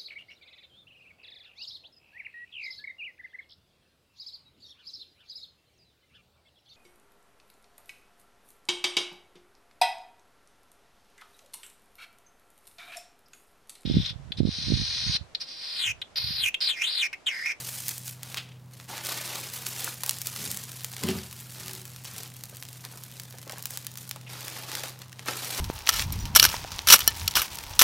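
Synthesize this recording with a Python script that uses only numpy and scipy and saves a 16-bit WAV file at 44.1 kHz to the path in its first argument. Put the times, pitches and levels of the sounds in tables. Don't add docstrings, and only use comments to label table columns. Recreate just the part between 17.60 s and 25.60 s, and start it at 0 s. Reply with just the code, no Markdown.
import sys
import numpy as np
from scipy import signal
from scipy.fft import rfft, irfft, next_fast_len
from scipy.io import wavfile

SR = 44100
rng = np.random.default_rng(int(sys.argv[2]) if len(sys.argv) > 2 else 0)


def inscribe(sig):
    pcm = np.round(np.clip(np.atleast_2d(sig).T, -1, 1) * 32767)
    wavfile.write(sys.argv[1], SR, pcm.astype(np.int16))


N = 352844

# start_s, length_s, level_db, brightness_db
HAND_TUGS = [(-.03, 0.29, -47, 8), (0.263, 0.033, -42, 5.5), (0.438, 0.033, -47, 8),
             (0.741, 0.038, -50.5, -9), (1.104, 0.14, -57, 0.5), (1.275, .1, -40.5, -3),
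             (1.42, 0.098, -36, -1), (1.541, 0.24, -39.5, -1.5), (1.793, 0.24, -47, 0.5),
             (1.913, 0.041, -43, 4), (2.044, 0.16, -44.5, 3), (2.184, 0.1, -41, 1),
             (2.42, 0.073, -47.5, -1), (2.641, 0.29, -47, 4), (2.77, 0.073, -43, 4),
             (3.35, 0.26, -46.5, -2), (3.41, 0.077, -40.5, -8.5), (3.938, 0.21, -48.5, -0.5),
             (4.438, 0.2, -49, -0.5), (4.523, 0.062, -51, 1), (5.221, 0.033, -53, -9),
             (5.315, 0.041, -61.5, -23), (5.41, 0.019, -52.5, 2), (5.883, 0.09, -50.5, -3),
             (6.08, 0.095, -50, 3.5), (6.358, 0.055, -51.5, 5), (6.675, 0.42, -45.5, -2.5),
             (6.918, 0.045, -47.5, -3), (7.063, .14, -41, -3), (7.21, 0.055, -41, -2.5),
             (7.383, 0.029, -51, -5), (7.657, 0.048, -35.5, -3.5), (7.737, 0.34, -39, -.5),
             (7.962, 0.046, -36, -7)]
# time_s, level_db, brightness_db
STEADY_CREEP = [(0, -47, -2), (.38, -55.5, 8.5), (.58, -59.5, -4), (.7, -45.5, 1.5), (.9, -64, -8),
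                (1.07, -75, -3), (1.4, -52.5, -2), (2.3, -49, 3.5), (3.1, -50.5, 2.5), (3.9, -53, 3),
                (4.3, -55.5, 2), (4.8, -57.5, 2), (5.35, -56.5, 3), (6.3, -59, -2), (6.62, -59.5, -4),
                (7.3, -59, -8), (7.5, -70, -6), (7.6, -53.5, -5)]
# time_s, crinkle_against_peel_db
FILM_SLACK = [(0, -18), (.45, -7.5), (.8, -16), (1.2, -15), (1.4, -5.5), (2.5, -1.5), (4.5, -3.5),
              (5.1, 0.5), (6.4, -1.5), (6.8, -3), (8, -3.5)]
# frequency_hz, density_db (per Hz)
FILM_COLOUR = [(150, -3.5), (280, 1), (450, 1.5), (620, -1.5), (820, 0.5), (1100, -1), (2000, 1),
               (4400, 0.5), (8000, -5), (13400, -6), (15200, -8.5), (16000, -33)]
# time_s, strength_db, length_s, treble_over_mids_db
TIMED_SNAPS = [(0.283, -3, 0.00016, 26), (0.292, -4.5, 0.00015, 11), (0.3806, -11.5, .0002, 17),
               (0.48, -11, 0.00026, 9), (0.6323, -11, .0001, 7), (0.726, -20, .0002, -1),
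               (.7445, -8.5, 0.00025, -10), (.772, -8, .00075, -7), (0.783, -13, 0.00076, -12),
               (1.2, -20.5, .0001, -29), (1.38, -12, 0.00044, -3), (1.45, -11, .0006, 11),
               (1.469, -8, .0001, 6), (2.066, -4.5, .0013, 3), (2.244, -4, 0.0013, 17),
               (2.435, -3, .0017, 2.5), (2.463, -6, .0001, 17), (2.494, 3.5, 0.00088, 7.5),
               (2.51, -5, 0.000089, 11), (2.586, -14, .0001, 23), (2.6169, -6.5, .0001, 16),
               (2.671, -2.5, .0001, 22), (2.762, -9.5, 0.0013, -1), (2.915, -4.5, 0.000083, 17),
               (2.945, -13, .0001, 15), (2.9727, -8, 0.00011, 16), (3.038, -13, .0001, 18),
               (3.118, -16, .0001, 14), (3.246, -4.5, .0001, 7), (3.3363, -16, 0.00027, -7),
               (3.3664, -12, 0.00056, -2), (3.4363, -4.5, .00045, 1), (3.488, -6.5, 0.00071, -7),
               (4.082, -11, .0001, 2), (4.134, -13, .0001, 17), (4.1515, -14.5, .0001, 11),
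               (4.3623, -18, .00026, 0), (4.452, -17, 0.00081, -10), (4.6336, -13.5, .0001, 14),
               (4.766, -19, 0.0012, 18), (4.8377, -11.5, .0002, 8), (5.026, -13, 0.00027, -3),
               (5.251, -11.5, 0.00049, 0), (5.437, -15, .0003, 21), (5.598, -11, 0.0016, 5),
               (5.8963, -12.5, .0004, -10), (5.922, -13.5, 0.00057, 3.5), (6.0256, -12.5, .0001, 26),
               (6.0565, -4.5, 0.00041, 9), (6.107, -11.5, .0001, 16), (6.1738, -6.5, .0001, 8),
               (6.2678, -7, .0002, 11), (6.374, -12, .0011, 10), (6.493, -12.5, .0001, 21),
               (6.512, -6, 0.00011, 0), (6.561, -18, 0.0008, 3), (6.8817, -10.5, .0005, -1),
               (7.117, -10, .0001, -5), (7.1524, -5, 0.00052, -2), (7.236, -8.5, .0013, -6),
               (7.418, -16, 0.0017, -8), (7.529, -19, 0.00053, -14), (7.594, -14, 0.00021, -15),
               (7.6843, -5, 0.0018, -20)]
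# time_s, level_db, pitch_hz
FOLD_POPS = [(1.335, -35, 850), (4.928, -40.5, 700), (5.241, -36, 1390), (5.74, -37, 600),
             (5.868, -33.5, 710), (5.897, -29.5, 900), (5.932, -31.5, 560), (5.975, -36.5, 900),
             (6.56, -34.5, 800), (7.15, -38, 875), (7.235, -26, 980), (7.662, -29, 1290), (7.684, -18, 830)]
# start_s, length_s, pitch_hz, width_hz, level_db
COLOURED_NOISES = [(.762, 0.059, 3400, 1500, -38), (.83, 0.18, 3100, 1200, -61.5),
                   (1.285, 0.11, 830, 140, -49), (1.33, 0.1, 2180, 600, -49.5),
                   (1.55, 0.16, 2230, 500, -48), (2.22, 0.11, 1360, 400, -44.5),
                   (3.47, 0.074, 3030, 500, -40.5), (4.45, 0.018, 5540, 2500, -44),
                   (6.664, 0.028, 2660, 500, -49), (6.88, 0.33, 820, 200, -58.5)]
# time_s, level_db
EDGE_BUMPS = [(3.432, -25), (3.445, -29.5), (3.472, -38), (3.485, -20.5), (3.5, -25.5), (3.546, -29.5)]
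# start_s, length_s, level_db
EDGE_DRAGS = [(2.756, 0.15, -46), (3.40, 0.11, -39.5), (3.95, 0.19, -54)]
# frequency_hz, level_db, t60_s
PANEL_MODES = [(81, -14.5, 0.67), (96, -3.5, 0.24), (166.4, 0.5, 0.23), (192.4, -2, 0.29),
               (220.3, -3.5, 0.35), (265, -2, 0.11), (314, -10, 0.13), (376, -9, 0.28), (428, -3.5, 0.12),
               (488, -14.5, 0.1), (563, -17, .2), (663, -18, 0.15)]
# start_s, length_s, pitch_hz, level_db
EDGE_GROANS = [(3.465, 0.082, 376, -33), (3.546, 0.088, 371, -45.5), (3.959, 0.313, 376.5, -55)]
# frequency_hz, level_db (rms)
HUM_PARTIALS = [(125, -49.5), (99.8, -62.5), (163.2, -63), (193, -70.5)]
# frequency_hz, density_db (per Hz)
AIR_COLOUR = [(20, -30), (40, -23), (60, -14.5), (85, -7.5), (125, -6), (170, -5.5), (230, -8.5),
              (320, -17.5), (500, -18.5), (1000, -21.5), (3000, -32), (8000, -34.5), (16000, -37)]
# frequency_hz, side_against_mid_db
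STEREO_WIDTH = [(50, -22), (125, -22), (300, -18), (600, -16), (1200, -20), (2200, -40), (4000, -31),
                (9500, -28), (12500, -13), (15500, -27)]

TUG_ATTACK_S, TUG_RELEASE_DB_PER_S = 0.028, 173
DRAG_ATTACK_S, DRAG_RELEASE_DB_PER_S = 0.046, 145
BODY_LOSS = 0.67
USUAL_PULL_DB = -46
SMALL_SNAPS_PER_S, SMALL_SNAP_DB, SMALL_SNAP_SPREAD_DB, SMALL_SNAP_FOLLOWS = 20, -15.5, 2.5, 0.44
SMALL_SNAP_S, SMALL_SNAP_TREBLE_DB = 0.00037, 7.5
ROOM_T60_S, CUTOFF_HZ = 0.34, 16100


def pulling():
    lean = np.array([[-BODY_LOSS], [0], [1]])
    creep_db, creep_bright_db = in_time(STEADY_CREEP)
    power = from_db(creep_db + lean * creep_bright_db) ** 2
    for start, length, db, bright_db in HAND_TUGS:
        envelope = stroke(start, length, TUG_ATTACK_S, TUG_RELEASE_DB_PER_S)
        power = power + (from_db(db + lean * bright_db) * envelope) ** 2
    return 10 * np.log10(power)


def peel(body, rasp, sizzle, slack, glue_db=2.0, body_db=-7.5, rasp_db=-1.0, sizzle_db=-0.5,
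         slip_db=2.1, crinkle_db=0.0, flutter_db=1.0, flutter_t60=.012):
    pull = from_db(.8 * (rasp - USUAL_PULL_DB))
    glue_ticks = ticks(5000 * pull, spread_db=2.5, largest=3.8)
    glue = facets(glue_ticks, cycles=3.6, crack=0.99)
    glue *= from_db(glue_db + slip_db * drift(170))

    clumped_rate = 110 * from_db(3 * drift(40))
    creases = facets(ticks(clumped_rate, spread_db=5.0, largest=1.6), cycles=2.3, crack=0.63)
    creases += from_db(flutter_db) * scatter(creases, flutter_t60, .0002, hop=512)

    film = colour(glue + from_db(slack + crinkle_db) * rms_one(creases), FILM_COLOUR)
    film = cut(film, 240, "high", order=2)
    upper = cut(film, 1570, "high")
    bands = cut(film, 1316, "low"), cut(upper, 5990, "low"), cut(upper, 6500, "high")
    levels = body + body_db, rasp + rasp_db, sizzle + sizzle_db
    return sum(rms_one(band) * from_db(level) for band, level in zip(bands, levels))


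def ticks(per_s, spread_db, largest):
    loudness_db = spread_db * np.minimum(rng.exponential(1, N), largest)
    sizes = from_db(loudness_db) * rng.choice([-1, 1], N)
    happens = rng.random(N) < per_s / SR
    return rms_one(sizes * happens / np.sqrt(per_s))


def facets(clicks, cycles, crack, count=20):
    dealt, out = rng.integers(0, count, N), 0
    for k, hz in enumerate(np.geomspace(650, 15000, count)):
        tone = np.diff(ring(clicks * (dealt == k), hz, cycles / hz), prepend=0)
        out = out + (-1) ** k * tone
    return rms_one(rms_one(out) + crack * rms_one(clicks))


def snaps(rows, snap_db=-0.22, split_hz=5200, low_hz=1000, tilt_db=1.5, size=1400, count=500):
    out, t = np.zeros(N + size), np.arange(size) / SR
    for (s, db, length, treble), noise in zip(rows, rng.standard_normal((count, 2, size))):
        run = noise[0] * np.exp(-t / max(1.3 * length, 1 / SR)) * (1 - np.exp(-t / .0003))
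        run[0] = 3.7
        flutter = .25 * rms_one(noise[1] * np.exp(-t / .002))
        crack = cut(rms_one(run) + flutter, low_hz, "high", order=1)
        mids = rms_one(cut(crack, split_hz, "low", order=2))
        top = rms_one(cut(crack, split_hz, "high", order=2))
        crack = cut(mids - from_db(treble + tilt_db) * top, 430, "high", order=2)
        strength = np.linalg.norm(cut(crack, CUTOFF_HZ, "low", order=8))
        at = int(np.clip(round(s * SR), 0, N))
        out[at:at + size] += from_db(db + snap_db) * crack / strength
    return out[:N]


def small_snaps(pull_db, bright_db, slack_db, treble_spread_db=5.0, count=400):
    chance, shape = rng.random((count, 2)), rng.standard_normal((count, 3))
    at = (chance[:, 0] * N).astype(int)
    pull_gain_db = SMALL_SNAP_FOLLOWS * (pull_db[at] - USUAL_PULL_DB)
    db = SMALL_SNAP_DB + pull_gain_db + slack_db[at] + SMALL_SNAP_SPREAD_DB * shape[:, 0]
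    length_s = SMALL_SNAP_S * 2 ** shape[:, 1]
    treble_db = SMALL_SNAP_TREBLE_DB + bright_db[at] + treble_spread_db * shape[:, 2]
    rows = np.column_stack([at / SR, db, length_s, treble_db])
    return rows[chance[:, 1] < SMALL_SNAPS_PER_S * N / SR / count]


def folds(fold_db=-10.5, decay_s=0.008, size=3000):
    out, t = np.zeros(N + size), np.arange(size) / SR
    for (s, db, hz), noise in zip(FOLD_POPS, rng.standard_normal((len(FOLD_POPS), size))):
        dull = cut(noise * np.exp(-t / decay_s), hz * 1.33, "low", order=2)
        pop = cut(dull, hz / 2.0, "high", order=2)
        at = round(s * SR)
        out[at:at + size] += from_db(db + fold_db) * pop / np.linalg.norm(pop) * np.sqrt(decay_s * SR)
    return out[:N]


def coloured_noises(rows, per_s, gain_db):
    out = np.zeros(N)
    impulses = ticks(per_s, spread_db=4.0, largest=14.0)
    for start, length, hz, width, db in rows:
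        at, size = int(start * SR), int(length * SR)
        swell = np.sin(np.pi * np.linspace(0, 1, size) ** 0.65) ** 2
        t60 = np.log(1000) / (np.pi * width)
        tone = ring(impulses[at:at + size], hz, t60)
        noise = cut(tone, hz / 2, "high", order=2) * np.sqrt(swell)
        out[at:at + size] += from_db(db + gain_db) * rms_one(noise)
    return out


def panel(bump_db=-6.0, drag_db=0.0):
    s, db = np.transpose(EDGE_BUMPS)
    drag = sum(from_db(level) * stroke(start, length, DRAG_ATTACK_S, DRAG_RELEASE_DB_PER_S)
               for start, length, level in EDGE_DRAGS)
    knocked, rubbed = 0, 0
    for k, (hz, level_db, t60) in enumerate(PANEL_MODES):
        blows = np.zeros(N)
        blows[(s * SR).astype(int)] = from_db(db + level_db + rng.standard_normal(len(s)))
        knocked = knocked + (-1) ** k * ring(blows, hz, t60)
        rubbed = rubbed + from_db(level_db) * ring(rng.standard_normal(N), hz, t60 / 2)
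    sound = from_db(bump_db) * knocked + from_db(drag_db) * drag * rms_one(rubbed)
    return cut(sound, 67, "high", order=5)


def groans(groan_db=-2.1, wobble_hz=3.6, flicker_db=3.0):
    out = np.zeros(N)
    wobble, flicker = wobble_hz * drift(40), flicker_db * drift(30)
    for start, length, hz, db in EDGE_GROANS:
        at = int(start * SR)
        span = slice(at, at + int(length * SR))
        tone = np.sin(2 * np.pi * np.cumsum(hz + wobble[span]) / SR)
        swell = np.sin(np.linspace(0, np.pi, len(tone)))
        out[span] += from_db(db + groan_db) * rms_one(tone * swell * from_db(flicker[span]))
    return out


def motor(air_db=-56.0, waver_db=1.0, waver_hz=0.44):
    hum = 0
    for hz, db in HUM_PARTIALS:
        phase = 2 * np.pi * np.cumsum(hz + waver_hz * drift(5.07)) / SR
        level = np.sqrt(2) * from_db(db + waver_db * drift(5.7))
        hum = hum + level * np.sin(phase)
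    air = rms_one(colour(rng.standard_normal(N), AIR_COLOUR))
    return hum + from_db(air_db) * air


def room(x, table_s=0.0037, table_db=-13.0, near_t60=.018, tail_db=-10.5, wall_hz=9000):
    near = from_db(-9) * scatter(x, near_t60, .0006, hop=256)
    tail = scatter(x, ROOM_T60_S, .01, hop=4096)
    lag = table_s * SR * (1 + .06 * drift(3))
    bounce = x[np.clip(np.arange(N) - lag.astype(int), 0, N - 1)]
    return x + near + from_db(table_db) * bounce + from_db(tail_db) * cut(tail, wall_hz, "low", order=1)


def stereo(x, balance_db=0.08, side_db=0.0, treble_lean=0.036, lean_hz=9000):
    diffuse = scatter(x, .02, .0005, hop=2048)
    treble = colour(x, [(lean_hz / 2, -40), (lean_hz, 0)])
    side = from_db(side_db) * colour(diffuse, STEREO_WIDTH) - treble_lean * treble
    left_right = np.array([[1], [-1]])
    return x * from_db(balance_db * left_right) + side * left_right


def scatter(x, t60, build_s, hop):
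    t = np.arange(int(min(t60, .35) * SR)) / SR
    padded = np.pad(x, (hop, 2 * hop))
    blocks = np.lib.stride_tricks.sliding_window_view(padded, 2 * hop)[::hop]
    blocks = blocks * signal.windows.cosine(2 * hop)
    envelope = from_db(-60 * t / t60) * np.minimum(t / build_s, 1)
    echoes = rng.standard_normal((len(blocks), len(t))) * envelope
    echoes /= np.linalg.norm(echoes, axis=1, keepdims=True)
    out = np.zeros(len(padded) + len(t))
    for k, block in enumerate(signal.fftconvolve(blocks, echoes, axes=1)):
        out[k * hop:k * hop + len(block)] += block
    return out[hop:hop + N]


def stroke(start, length, attack_s, release_db_per_s):
    t = np.arange(N) / SR - start
    return np.clip(t / attack_s, 0, 1) * from_db(-release_db_per_s * np.clip(t - length, 0, 1))


def ring(x, hz, t60):
    r = from_db(-60 / (t60 * SR))
    w = 2 * np.pi * min(hz, .45 * SR) / SR
    return signal.lfilter([0, np.sin(w)], [1, -2 * r * np.cos(w), r * r], x + 1e-18)


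def drift(rate):
    knots = rng.standard_normal(int(N / SR * rate) + 2)
    return rms_one(np.interp(np.arange(N) / SR * rate, np.arange(len(knots)), knots))


def colour(x, points):
    hz, db = np.transpose(points)
    size = next_fast_len(N + 4096)
    grid = np.maximum(np.fft.rfftfreq(size, 1 / SR), 1)
    gain = from_db(np.interp(np.log(grid), np.log(hz), db))
    return irfft(rfft(x, size) * gain, size)[..., :N]


def cut(x, hz, kind, order=3):
    sos = signal.butter(order, np.clip(hz, 10, .45 * SR), kind, fs=SR, output="sos")
    return signal.sosfilt(sos, x + 1e-18)


def in_time(rows):
    s, *columns = np.transpose(rows)
    return [np.interp(np.arange(N) / SR, s, c) for c in columns]


def rms_one(x):
    return x / np.sqrt(np.mean(x ** 2) + 1e-20)


def from_db(db):
    return 10 ** (np.asarray(db) / 20)


def scene():
    body, rasp, sizzle = pulling()
    slack, = in_time(FILM_SLACK)
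    film = peel(body, rasp, sizzle, slack) + folds()
    film = film + coloured_noises(COLOURED_NOISES, per_s=2800, gain_db=-1.0)
    film = film + snaps([*TIMED_SNAPS, *small_snaps(rasp, sizzle - rasp, slack)])
    return stereo(room(film) + panel() + groans() + motor())


def record(dry):
    sos = signal.ellip(10, .05, 60, CUTOFF_HZ, fs=SR, output="sos")
    return signal.sosfiltfilt(sos, dry)


dry = scene()
out = record(dry)
inscribe(out)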